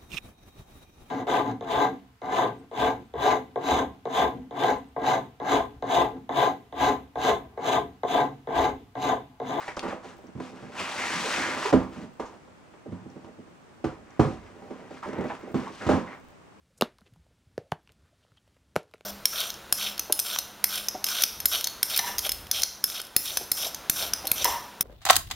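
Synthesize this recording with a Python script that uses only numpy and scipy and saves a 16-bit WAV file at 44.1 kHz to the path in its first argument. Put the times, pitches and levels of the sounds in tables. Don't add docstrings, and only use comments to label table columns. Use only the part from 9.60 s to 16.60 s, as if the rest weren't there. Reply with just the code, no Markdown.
import sys
import numpy as np
from scipy import signal
from scipy.fft import rfft, irfft
from scipy.io import wavfile
from scipy.ndimage import uniform_filter1d

SR = 44100
rng = np.random.default_rng(int(sys.argv[2]) if len(sys.argv) > 2 else 0)


def transcribe(u):
    v = np.clip(np.atleast_2d(u).T, -1, 1)
    q = np.round(v * 32767).astype(np.int16)
    wavfile.write(sys.argv[1], SR, q)


N = 308692

# start t/s, length t/s, then level/dB of the rumble of the walls,
# the rasp of the edges and the hiss of the sliding faces
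STROKES = [(-.03, .14, -57, -41, -51), (0.217, 0.1, -33.5, -39, -56.5), (0.425, 0.083, -47, -49, -55),
           (0.803, .09, -45, -51.5, -54.5), (0.929, 0.2, -45.5, -50, -59),
           (2.169, 0.065, -38.5, -44.5, -58), (2.311, 0.12, -45.5, -48.5, -56.5),
           (2.665, 0.082, -52.5, -65, -66), (2.83, 0.99, -68, -82, -91), (3.215, 0.24, -65, -74, -87),
           (3.46, 0.233, -49.5, -81, -71), (4.14, 0.36, -55, -78, -86), (4.272, 0.082, -64, -57, -68),
           (4.428, 0.47, -58, -55.5, -69), (4.611, 0.13, -45.5, -55, -57), (4.806, 0.39, -47.5, -60, -67.5),
           (5.14, 0.24, -48, -53.5, -65.5), (5.297, 0.082, -51, -52, -59), (5.42, 0.062, -36, -44, -53.5),
           (5.528, 0.12, -32, -42, -64), (5.645, 0.11, -43.5, -45.5, -55.5), (5.791, .1, -53, -50.5, -63),
           (5.94, 0.14, -40, -43.5, -53.5), (6.103, 0.17, -69, -50.5, -51.5),
           (6.19, 0.18, -35.5, -41, -53.5), (6.454, 0.086, -45.5, -43.5, -61.5),
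           (6.603, 0.17, -71, -77, -74)]
STROKE_RISE, STROKE_FALL_DB_PER_S = 0.17, 235
# t/s, rumble level/dB, rasp level/dB, hiss level/dB
DRAG_CURVE = [(1.12, -62, -50, -59), (1.2, -41, -31.5, -37), (1.25, -42, -35, -41),
              (1.45, -40.5, -34, -35.5), (1.65, -40.5, -31, -33.5), (1.75, -40.5, -31, -32.5),
              (1.97, -37, -33, -41), (2.066, -48, -29, -34.5), (2.115, -38, -37, -41.5)]
# f/Hz, level/dB
RASP_COLOUR = [(300, -18), (600, 0), (1000, 6), (1600, 2), (2100, -0.5), (2800, -9), (4000, -23),
               (6000, -50)]
# f/Hz, level/dB
HISS_COLOUR = [(1200, -29), (2500, 5.5), (4000, 0.5), (6000, -2), (8000, -8), (10000, -15.5), (16000, -37)]
# f/Hz, level/dB
AIR_COLOUR = [(20, -34), (50, -7.5), (200, 0.5), (500, -6), (1200, -9), (2500, -18), (4000, -25.5),
              (8000, -28.5), (16000, -50.5)]
# f/Hz, likeness (0 to 1)
AIR_LIKENESS = [(60, 0.12), (300, 0.09), (1500, 0.067), (6000, 0.097)]
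AIR_DB = -51

# t/s, level/dB, struck panel f/Hz, crack level/dB against the thud,
# rattle time to fall 60 dB t/s
BOX_KNOCKS = [(0.079, -27, 890, -5, 0.095), (0.168, -25, 550, -5, 0.14), (0.227, -29, 278, -6.5, 0.59),
              (0.28, -33, 790, -1, 0.28), (0.325, -23.5, 744, -19, 0.091), (0.44, -35, 650, -16.5, 0.54),
              (0.587, -40, 654, -23, 0.12), (0.638, -37, 308, -16.5, 0.099), (0.681, -37, 299, -16, 0.092),
              (0.751, -25, 157, -30, 0.35), (0.774, -28.5, 180, -25, 1), (0.799, -23.5, 312, -14, 0.13),
              (0.927, -33, 226, -19, 0.1), (2.126, -7.5, 387, -17, 0.25), (2.133, -2, 315, -27, 0.095),
              (2.159, -15.5, 207, -23, 0.71), (2.596, -21, 427, -14, 0.35), (2.728, -42, 600, -16, 0.16),
              (2.875, -46, 700, -10, .12), (3.136, -43, 474, -10, 0.087), (3.258, -29, 353, -31, 0.17),
              (3.282, -29.5, 176, -29, 0.41), (3.32, -22, 180, -28.5, 0.67), (3.457, -30.5, 216, -42, 0.17),
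              (3.559, -32.5, 250, -21, 0.056), (3.644, -37, 251, -10, 0.1), (3.679, -39, 301, -39, 0.089),
              (3.785, -32.5, 217, -44, 0.23), (3.873, -42.5, 312, -17, 0.12), (5.019, -35, 263, -17, 0.2),
              (5.105, -25.5, 334, -21.5, 0.42), (5.308, -30, 450, -30.5, 0.15), (5.484, -24, 310, -21, 0.6),
              (5.529, -26, 320, -9.5, 0.072), (5.581, -16, 216, -23, 0.049), (5.607, -26.5, 225, -12, 0.16),
              (5.638, -34, 148, -3.5, 0.066), (5.83, -29.5, 320, -28, 0.22), (5.872, -29.5, 394, -42, 0.21),
              (5.901, -30.5, 339, -24, 0.23), (5.942, -11.5, 224, -24, 0.5), (6.217, -49.5, 900, -1, 0.23),
              (6.264, -15, 173, -15, 0.2), (6.289, -7, 418, -18, 0.46), (6.309, -16, 640, -14, 0.29),
              (6.333, -9.5, 180, -27, 0.26), (6.374, -17, 224, -47, 0.1), (6.885, -58, 200, -26, .12)]
# f/Hz, level/dB, time to fall 60 dB t/s
BOX_MODES = [(84, -5, 0.082), (153.7, -4, 0.084), (183.3, -7, 0.24), (220.7, -0.5, 0.1),
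             (261.4, -0.5, 0.082), (330.4, 6.5, 0.042), (396, 0.5, 0.093), (430, 2, 0.059), (502, 3, 0.069),
             (602, 0.5, 0.071), (650.3, -4.5, 0.13), (777, 6, 0.039), (950, -8, 0.14), (1110, -9, 0.04),
             (1462, -48, 0.063), (1953, -1.5, 0.036)]
# f/Hz, level/dB
CRACK_COLOUR = [(500, 3.5), (1000, 11), (2000, -4.5), (4000, -14.5), (7000, -20), (10000, -31.5),
                (16000, -51)]
# t/s, level/dB, pitch f/Hz, width f/Hz, length t/s
SQUEAKS = [(0.079, -32.5, 2000, 700, 0.021), (0.166, -38, 5430, 1500, 0.0045),
           (0.193, -28, 3250, 2860, 0.0038), (0.669, -57, 5800, 1510, 0.0038),
           (1.024, -38, 194, 154, 0.062), (1.177, -36.5, 2530, 700, 0.15), (1.363, -34, 1910, 790, 0.47),
           (1.53, -39.5, 189, 77, 0.14), (1.64, -33, 473, 118, 0.059), (1.698, -30, 1820, 910, 0.33),
           (2.051, -27.5, 420, 120, 0.037), (2.052, -32, 940, 250, 0.062), (2.361, -35.5, 218, 153, 0.1),
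           (2.654, -57.5, 5700, 2500, 0.032), (2.725, -49, 786, 590, 0.036), (3.5, -60, 5800, 1500, .005),
           (4.505, -58, 5800, 1500, .005), (5.427, -30.5, 1030, 410, 0.029), (5.487, -50, 1900, 300, 0.057),
           (5.52, -43, 1900, 400, 0.0067), (5.697, -29.5, 880, 497, 0.028), (5.698, -38, 1720, 900, 0.022),
           (6.07, -28, 1030, 199, 0.017), (6.209, -40, 1530, 705, 0.063), (6.466, -45, 1980, 250, 0.064)]
# t/s, level/dB
DESK_THUMPS = [(2.124, -21), (4.242, -31.5), (4.315, -43), (4.592, -20), (5.581, -35), (5.943, -39),
               (6.263, -30)]
# f/Hz, level/dB, time to fall 60 dB t/s
DESK_MODES = [(44.1, 6, 0.62), (65.6, 16, 0.25), (93, 20, 0.3)]
THUMP_HZ, THUMP_CRACK_DB, THUMP_T60_S = 54, -59, 0.6
# t/s, level/dB, struck panel f/Hz,
# crack level/dB against the thud, rattle time to fall 60 dB t/s
PACK_LANDINGS = [(4.241, -13.5, 300, -19.5, 0.29), (4.594, -2.5, 251, -23.5, 0.37),
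                 (4.671, -16, 155, -38, 0.11), (4.697, -23.5, 163, -41, 0.11)]
# f/Hz, level/dB, time to fall 60 dB t/s
PACK_MODES = [(91, -16, 0.074), (139, 1, 0.082), (222, -10.5, 0.13), (315, 2, 0.061), (420, -3.5, 0.076),
              (509, 1.5, 0.054), (738, 5, 0.064), (1100, -33, 0.081), (1780, -29, .06)]
BOX_RISE_S, PACK_RISE_S, DESK_RISE_S = 0.0095, 0.026, 0.0042

# f/Hz, time to fall 60 dB t/s
ROOM_T60 = [(60, 0.11), (300, 0.32), (1500, 0.23), (6000, 0.17)]
# f/Hz, level/dB
PORT_LEVEL = [(60, -2.5), (150, -4), (380, -3.5), (950, -2), (2380, 2), (5980, 5.5), (15000, 6.5)]
# f/Hz, phase/radians
PORT_LEAD = [(0, 0.6), (1460, 0.56), (5940, 0.74), (14000, 0), (15900, 0)]
# f/Hz, level/dB
TREBLE_COLOUR = [(10000, -2.5), (11000, -5.5), (11600, -13.5), (12400, -60), (12800, -0.5), (15000, 6.5)]
EDGE_HZ = 15780


def gain_of(db):
    return 10 ** (np.asarray(db) / 20)


def evened(x):
    return x / np.sqrt(np.mean(x ** 2) + 1e-20)


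def read(points, hz):
    f, value = np.transpose(points)
    return np.interp(np.log(hz + 1), np.log(f + 1), value)


def coloured(x, points):
    hz = np.fft.rfftfreq(x.shape[-1], 1 / SR)
    return irfft(rfft(x) * gain_of(read(points, hz)), x.shape[-1])


def ring_of(modes):
    t = np.arange(SR // 3) / SR
    ring = np.zeros(len(t))
    for k, (hz, db, t60) in enumerate(modes):
        ring += (-1) ** k * gain_of(db - 60 * t / t60) * np.sin(2 * np.pi * hz * t)
    return ring


def slips(per_s, spread_db):
    strength = gain_of(spread_db * np.minimum(rng.exponential(1, N), 4))
    size = strength * rng.standard_normal(N)
    return evened(size * (rng.random(N) < per_s / SR))


def rub_levels():
    t = np.arange(N) / SR
    s, *levels = np.transpose(DRAG_CURVE)
    dragging = (t > s[0]) * (t < s[-1])
    power = np.array([gain_of(np.interp(t, s, db)) ** 2 * dragging for db in levels])
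    for start, length, *db in STROKES:
        swell = np.clip((t - start) / (STROKE_RISE * length), 0, 1)
        fade = gain_of(-STROKE_FALL_DB_PER_S * np.maximum(t - start - length, 0))
        power += (gain_of(db)[:, None] * swell * fade) ** 2
    return np.sqrt(power)


def rubbing():
    rumble, rasp, hiss = rub_levels()
    wall_colour = [(70, -12.5), (150, -3.5), (300, -1.5), (600, -4.0), (1200, -11.5)]
    ring = coloured(ring_of(BOX_MODES), wall_colour)
    ring /= np.linalg.norm(ring)
    walls = signal.oaconvolve(rumble * slips(per_s=250, spread_db=-1.0), ring)[:N]
    grip = gain_of(1.06 * evened(uniform_filter1d(rng.standard_normal(N), size=500)))
    edges = evened(coloured(grip * slips(per_s=6000, spread_db=2.0), RASP_COLOUR))
    faces = evened(coloured(np.sqrt(grip) * slips(per_s=12000, spread_db=2), HISS_COLOUR))
    return walls + rasp * edges + hiss * faces


def air():
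    a, b = rfft(rng.standard_normal((2, N)))
    same = np.clip(read(AIR_LIKENESS, np.fft.rfftfreq(N, 1 / SR)), 0, 1)
    pair = irfft(np.array([a, same * a + np.sqrt(1 - same ** 2) * b]), N)
    return gain_of(AIR_DB) * evened(coloured(pair, AIR_COLOUR))


def blows_on(modes, blows, rise):
    out, ring, t = np.zeros(N + SR), ring_of(modes), np.arange(SR // 2) / SR
    for s, db, hz, crack_db, t60 in blows:
        rattle, grit = rng.standard_normal((2, len(t)))
        dying = gain_of(-60 * t / t60)
        push = np.sqrt(t / rise) * np.exp(-t / rise)
        force = rattle * (0.38 * push + 0.31 * dying)
        force[0] += 30
        panel = signal.butter(2, [hz / 2.04, hz * 1.54], "bandpass", fs=SR, output="sos")
        thud = signal.fftconvolve(signal.sosfilt(panel, force), ring)[:len(t)]
        thud /= 2.36 * np.sqrt(uniform_filter1d(thud ** 2, size=600).max())
        crack_shape = np.minimum(t / 0.003, 1) * (gain_of(-60 * t / 0.028) + 1.27 * dying)
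        crack = evened(coloured(grit, CRACK_COLOUR)) * crack_shape
        at = round(s * SR)
        out[at:at + len(t)] += gain_of(db) * (thud + gain_of(crack_db) * crack)
    return out[:N]


def box_knocks():
    return blows_on(BOX_MODES, BOX_KNOCKS, BOX_RISE_S)


def squeaks():
    out, t = np.zeros(N + SR), np.arange(SR // 4) / SR
    for s, db, hz, width, length in SQUEAKS:
        edges = [hz - width / 2, hz + width / 2]
        band = signal.butter(2, edges, "bandpass", fs=SR, output="sos")
        tone = evened(signal.sosfilt(band, rng.standard_normal(len(t))))
        shape = np.minimum(t / (0.053 * length), 1) * np.exp(-(t / length) ** 2)
        at = round(s * SR)
        out[at:at + len(t)] += gain_of(db) * tone * shape
    return out[:N]


def desk_thumps():
    blows = [(s, db, THUMP_HZ, THUMP_CRACK_DB, THUMP_T60_S) for s, db in DESK_THUMPS]
    return blows_on(DESK_MODES, blows, DESK_RISE_S)


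def pack_landings():
    return blows_on(PACK_MODES, PACK_LANDINGS, PACK_RISE_S)


def room(x):
    taps = np.zeros((2, SR // 2))
    at = np.arange(200, SR // 2 - 20, 20) + rng.integers(0, 20, (2, (SR // 2 - 201) // 20))
    np.put_along_axis(taps, at, rng.choice([-1., 1.], at.shape), 1)
    hz, t, bands = signal.stft(taps, SR, nperseg=256)
    dying = gain_of(-60 * t / read(ROOM_T60, hz)[:, None])
    tail = signal.istft(bands * dying, SR, nperseg=256)[1]
    return signal.fftconvolve(x[None], tail / np.linalg.norm(tail[0]), axes=1)[:, :N]


def ports(x):
    hz = np.fft.rfftfreq(x.shape[-1], 1 / SR)
    tilt = gain_of(read(PORT_LEVEL, hz) / 2) * np.exp(.5j * read(PORT_LEAD, hz))
    return irfft(rfft(x) * np.array([tilt, 1 / tilt]), x.shape[-1])


def scene():
    close = rubbing() + box_knocks() + squeaks() + desk_thumps() + pack_landings()
    echo = room(close)
    side_colour = [(100, -33), (1000, -10), (4000, -4.5), (12000, 1)]
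    side = coloured(echo[0] - echo[1], side_colour)
    echo = echo.mean(0) + side * np.array([[1], [-1]])
    return ports(close + gain_of(-7.5) * echo) + air()


def record(dry):
    low_pass = signal.firwin(511, EDGE_HZ, window=("kaiser", 9), fs=SR)
    return signal.oaconvolve(coloured(dry, TREBLE_COLOUR), low_pass[None], "same")


dry = scene()
out = record(dry)
transcribe(out)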